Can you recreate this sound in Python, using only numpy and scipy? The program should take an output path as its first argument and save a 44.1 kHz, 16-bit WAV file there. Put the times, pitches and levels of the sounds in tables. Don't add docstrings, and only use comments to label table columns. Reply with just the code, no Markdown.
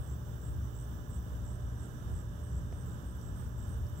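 import sys
import numpy as np
from scipy import signal
from scipy.fft import rfft, irfft
from scipy.io import wavfile

SR = 44100
rng = np.random.default_rng(int(sys.argv[2]) if len(sys.argv) > 2 else 0)


def unload_wav(signal):
    wavfile.write(
        sys.argv[1],
        SR,
        np.round(np.clip(np.atleast_2d(signal).T, -1, 1) * 32767).astype(np.int16),
    )


N = 176400
RIGHT_LAG_S = 0.0002865


def amp(db):
    return 10 ** (np.asarray(db) / 20)


def unit_rms(x):
    return x / np.sqrt(np.mean(abs(x) ** 2) + 1e-20)


def curve_at(points, hz, column=1):
    table = np.array(points)
    return np.interp(np.log(hz + 1), np.log(table[:, 0] + 1), table[:, column])


def add(mix, start_s, sound):
    part = mix[..., max(round(start_s * SR), 0):][..., :sound.shape[-1]]
    part += sound[..., :part.shape[-1]]


def band(hz, width_hz, size=N):
    freqs = np.fft.rfftfreq(size, 1 / SR)
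    bell = np.exp(-.5 * ((freqs - hz) / width_hz) ** 2)
    return unit_rms(irfft(rfft(rng.standard_normal(size)) * bell, size))


def garden_echo(x, t60_s=.25, echoes_per_s=2000):
    t = np.arange(SR // 3) / SR
    taps = rng.standard_normal((2, len(t))) * amp(-60 * t / t60_s)
    taps *= rng.random(taps.shape) < echoes_per_s / SR
    taps /= np.linalg.norm(taps, axis=1, keepdims=True)
    return signal.fftconvolve(x[None], taps, axes=1)[:, :N]


# frequency in Hz, left-right correlation.
CORRELATION = [(30, 0.52), (60, 0.83), (110, 0.84), (250, 0.79), (500, 0.63), (1300, 0.66), (2000, 0.42),
               (4000, 0), (8000, 0)]


def stereo_noise():
    hz = np.fft.rfftfreq(N, 1 / SR)
    common, separate = rfft(rng.standard_normal((2, N))) * np.sqrt(SR / 2)
    likeness = curve_at(CORRELATION, hz)
    left = common * np.exp(2j * np.pi * hz * RIGHT_LAG_S)
    right = likeness * common + np.sqrt(1 - likeness ** 2) * separate
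    return hz, np.array([left, right])


# frequency in Hz, left and right density in dB per Hz.
WASH_SPECTRUM = [(20.1, -100, -100), (100, -69.5, -71.5), (146, -70, -68), (199, -76, -73),
                 (333, -85.5, -85), (477, -86.5, -82.5), (694, -104, -86.5), (1310, -98, -86),
                 (1703, -103, -90), (2180, -108, -108), (2500, -109, -108), (2880, -111, -99),
                 (3670, -113, -99.5), (4130, -115, -111), (4700, -113, -108), (6450, -117, -104),
                 (8000, -118, -98.5), (8400, -124, -102), (8900, -123, -108), (10900, -114, -109),
                 (12700, -110, -103), (13300, -111, -105), (15700, -112, -104)]


def fan_wash(swell_db=0.77, swell_hz=4.6):
    hz, noise = stereo_noise()
    density_db = [curve_at(WASH_SPECTRUM, hz, column) for column in (1, 2)]
    return irfft(noise * amp(density_db), N) * amp(swell_db * band(0, swell_hz))


# frequency in Hz, density in dB per Hz.
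RUMBLE_SPECTRUM = [(10, -100), (22, -91), (34, -72), (48, -64.5), (62, -53.5), (88, -60), (115, -65),
                   (160, -74.5), (300, -105), (1000, -170)]
# time in seconds, level in dB before centring and scaling by depth.
RUMBLE_SWELLS = [(0.0, -32), (0.03, -41.5), (0.4, -47.5), (0.54, -37), (0.76, -45), (1.43, -40),
                 (1.99, -46), (2.14, -33.5), (2.22, -47), (2.26, -36.5), (2.48, -52), (2.53, -36.5),
                 (3.07, -42.5), (3.09, -49), (3.34, -36), (3.59, -43.5), (3.88, -36), (4.0, -45)]


def rumble(depth=0.72, pan_db=0.5):
    hz, noise = stereo_noise()
    steady = irfft(noise * amp(curve_at(RUMBLE_SPECTRUM, hz)), N)
    swells = np.interp(np.arange(N) / SR, *np.transpose(RUMBLE_SWELLS))
    return steady * amp(depth * (swells - swells.mean())) * amp([[pan_db / 2], [-pan_db / 2]])


# multiple of the shaft rate, left and right level in dB.
HUM_HARMONICS = [(1, -61, -63), (2, -47, -47), (3, -59.5, -59), (4, -65.5, -61.5), (5, -65.5, -62),
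                 (6, -66.5, -66.5), (7, -69.5, -65.5), (10, -72, -63.5), (11, -77.5, -82), (12, -90, -75.5),
                 (17, -79.5, -70.5), (18, -86, -76.5), (21, -94, -72.5), (22, -78.5, -76.5), (27, -89, -71),
                 (29, -100, -73), (33, -99, -81.5), (49, -105, -88), (50, -108, -77.5), (51, -102, -78),
                 (57, -104, -83.5), (59, -105, -82), (61, -106, -79), (62, -100, -78.5)]


def compressor(shaft_hz=59.13, drift=0.000501, drift_hz=1.925, waver_db=2.0, waver_hz=3.5):
    turns = np.cumsum(shaft_hz * (1 + drift * band(0, drift_hz))) / SR
    stereo_turns = turns - np.array([[0], [RIGHT_LAG_S * shaft_hz]])
    out = np.zeros((2, N))
    for harmonic, left_db, right_db in HUM_HARMONICS:
        tone = np.sin(2 * np.pi * (harmonic * stereo_turns + rng.random()))
        waver = amp(waver_db * band(0, waver_hz))
        out += amp([[left_db], [right_db]]) * unit_rms(tone * waver)
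    return out


# start in seconds, stroke count, level in dB.
LOW_CRICKET_CHIRPS = [(.065, 7, -57.5), (.417, 7, -56.5), (.741, 8, -56.5), (1.095, 7, -56.5),
                      (1.442, 7, -57), (1.795, 7, -57), (2.142, 7, -56.5), (2.520, 7, -57.5),
                      (2.861, 8, -58.5), (3.217, 7, -57), (3.580, 7, -56.5), (3.965, 7, -56.5)]
HIGH_CRICKET_CHIRPS = [(0.002, 7, -59.5), (.447, 7, -59), (.777, 7, -58.5), (1.100, 7, -58),
                       (1.483, 7, -61), (1.785, 7, -61), (2.105, 8, -60), (2.426, 7, -59.5),
                       (2.739, 8, -59.5), (3.050, 7, -60), (3.362, 8, -59), (3.670, 7, -58)]


def cricket(chirps, period_s, stroke_s, top_hz, sag_hz, rough, first_db=-5.5, echo_db=-8, left_db=-32.5):
    out = np.zeros(N)
    progress = np.linspace(0, 1, int(stroke_s * SR))
    envelope = np.sin(np.pi * progress) ** 1.48
    for start_s, strokes, db in chirps:
        for k in range(round(strokes)):
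            jitter_s, jitter_db, jitter_hz = rng.standard_normal(3) * [.0003, 1, 45]
            hz = top_hz + jitter_hz - sag_hz * progress ** 2.59
            tone = np.sqrt(2) * np.sin(2 * np.pi * np.cumsum(hz) / SR)
            scrape = rough * band(top_hz - sag_hz / 2, width_hz=350, size=len(progress))
            gain = amp(db + jitter_db + first_db * (k == 0))
            onset_s = start_s + k * period_s - stroke_s / 2 + jitter_s
            add(out, onset_s, (tone + scrape) * envelope * gain)
    return (out + amp(echo_db) * garden_echo(out)) * amp([[left_db], [0]])


# pitch, spread and sag in Hz, strokes per second, left and right level in dB.
CHORUS_BANDS = [(5986, 204, 180, 420, -82, -70), (5543, 244, 200, 500, -85, -75.5),
                (7880, 200, 500, 220, -100, -71.5)]


def chorus(stroke_s=0.0091, voice_count=12, jitter_db=1.0, echo_gain=1.04):
    out = np.zeros((2, N))
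    progress = np.linspace(0, 1, int(stroke_s * SR))
    for pitch_hz, spread_hz, sag_hz, strokes_per_s, left_db, right_db in CHORUS_BANDS:
        voices = np.zeros(N)
        for detune in np.linspace(-1.5, 1.5, voice_count):
            hz = pitch_hz + spread_hz * detune - sag_hz * progress ** 2
            stroke = np.sin(2 * np.pi * np.cumsum(hz) / SR) * np.sin(np.pi * progress)
            onsets = rng.random(N) < strokes_per_s / voice_count / SR
            train = onsets * amp(jitter_db * rng.standard_normal(N))
            voices += np.exp(-detune ** 2 / 4) * signal.oaconvolve(train, stroke)[:N]
        out += amp([[left_db], [right_db]]) * unit_rms(voices + echo_gain * garden_echo(voices))
    return out


# time in seconds, level in dB.
BUZZ_LEVELS = [(0, -66), (1.35, -67), (1.62, -90), (2.7, -84), (3.2, -74), (4, -73)]


def katydid_buzz(hz=15100, width_hz=600, left_db=-18, flutter_hz=60, flutter_db=1.8):
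    level_db = np.interp(np.arange(N) / SR, *np.transpose(BUZZ_LEVELS))
    buzz = band(hz, width_hz) * amp(flutter_db * band(0, flutter_hz))
    return amp(level_db) * unit_rms(buzz) * amp([[left_db], [0]])


# start in seconds, level in dB.
KATYDID_LISPS = [(1.45, -73), (1.91, -72), (2.37, -72), (2.81, -68), (3.35, -70), (3.79, -71)]
KATYDID_TICKS = [(2.95, -72), (3.05, -71), (3.15, -64), (3.26, -67), (3.385, -70), (3.47, -64), (3.57, -63),
                 (3.668, -63), (3.77, -64), (3.874, -60), (3.975, -62)]


def katydid_rasps(rasps, length_s, hz, width_hz, left_db):
    out, size = np.zeros((2, N)), int(length_s * SR)
    envelope = np.sqrt(np.hanning(size))
    for start_s, db in rasps:
        scrape = np.array([band(hz, width_hz, size) for _ in range(2)])
        add(out, start_s, amp(db) * envelope * scrape)
    return out * amp([[left_db], [0]])


# start in seconds, level in dB, left minus right in dB.
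PLANT_SNAPS = [(1.530, -70, -12), (1.975, -66, -12), (2.726, -68, 0), (3.213, -51.5, 0), (3.868, -58, 6)]


def plant_snaps(snap_hz=12000, snap_width_hz=3000, stem_hz=5500, stem_width_hz=500, decay_s=0.0017):
    out, size = np.zeros((2, N)), 2048
    envelope = np.exp(-np.arange(size) / SR / decay_s)
    for start_s, db, pan_db in PLANT_SNAPS:
        for channel, side_db in zip(out, (pan_db / 2, -pan_db / 2)):
            snap = band(snap_hz, snap_width_hz, size) + band(stem_hz, stem_width_hz, size)
            add(channel, start_s, amp(db + side_db) * unit_rms(snap) * envelope)
    return out


# start in seconds, level in dB, pitch in Hz.
SOFT_KNOCKS = [(2.002, -43, 300), (2.7265, -36.5, 650)]


def knocks(decay_s=.0012, contact_db=-7, contact_hz=1500, contact_s=.0003, echo_db=-2):
    out, t = np.zeros(N), np.arange(SR // 20) / SR
    contact = amp(contact_db) * np.sin(2 * np.pi * contact_hz * t) * np.exp(-t / contact_s)
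    for start_s, db, hz in SOFT_KNOCKS:
        body = np.sin(2 * np.pi * hz * t) * np.exp(-t / decay_s)
        add(out, start_s, amp(db) * (body + contact))
    return out + amp(echo_db) * garden_echo(out)


def scene():
    crickets = cricket(LOW_CRICKET_CHIRPS, period_s=.012, stroke_s=.0111,
                       top_hz=7920, sag_hz=1250, rough=0.24)
    crickets += cricket(HIGH_CRICKET_CHIRPS, period_s=.0122, stroke_s=.009,
                        top_hz=8410, sag_hz=400, rough=0.38)
    katydid = katydid_buzz()
    katydid += katydid_rasps(KATYDID_LISPS, length_s=0.1, hz=14800, width_hz=270, left_db=-10)
    katydid += katydid_rasps(KATYDID_TICKS, length_s=.035, hz=14200, width_hz=1500, left_db=-15)
    background = fan_wash() + rumble() + compressor()
    return background + crickets + chorus() + katydid + plant_snaps() + knocks()


def record(dry):
    lowpass = signal.firwin(801, 15800, window=("kaiser", 9), fs=SR)
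    return signal.oaconvolve(dry, lowpass[None], "same")


dry = scene()
out = record(dry)
unload_wav(out)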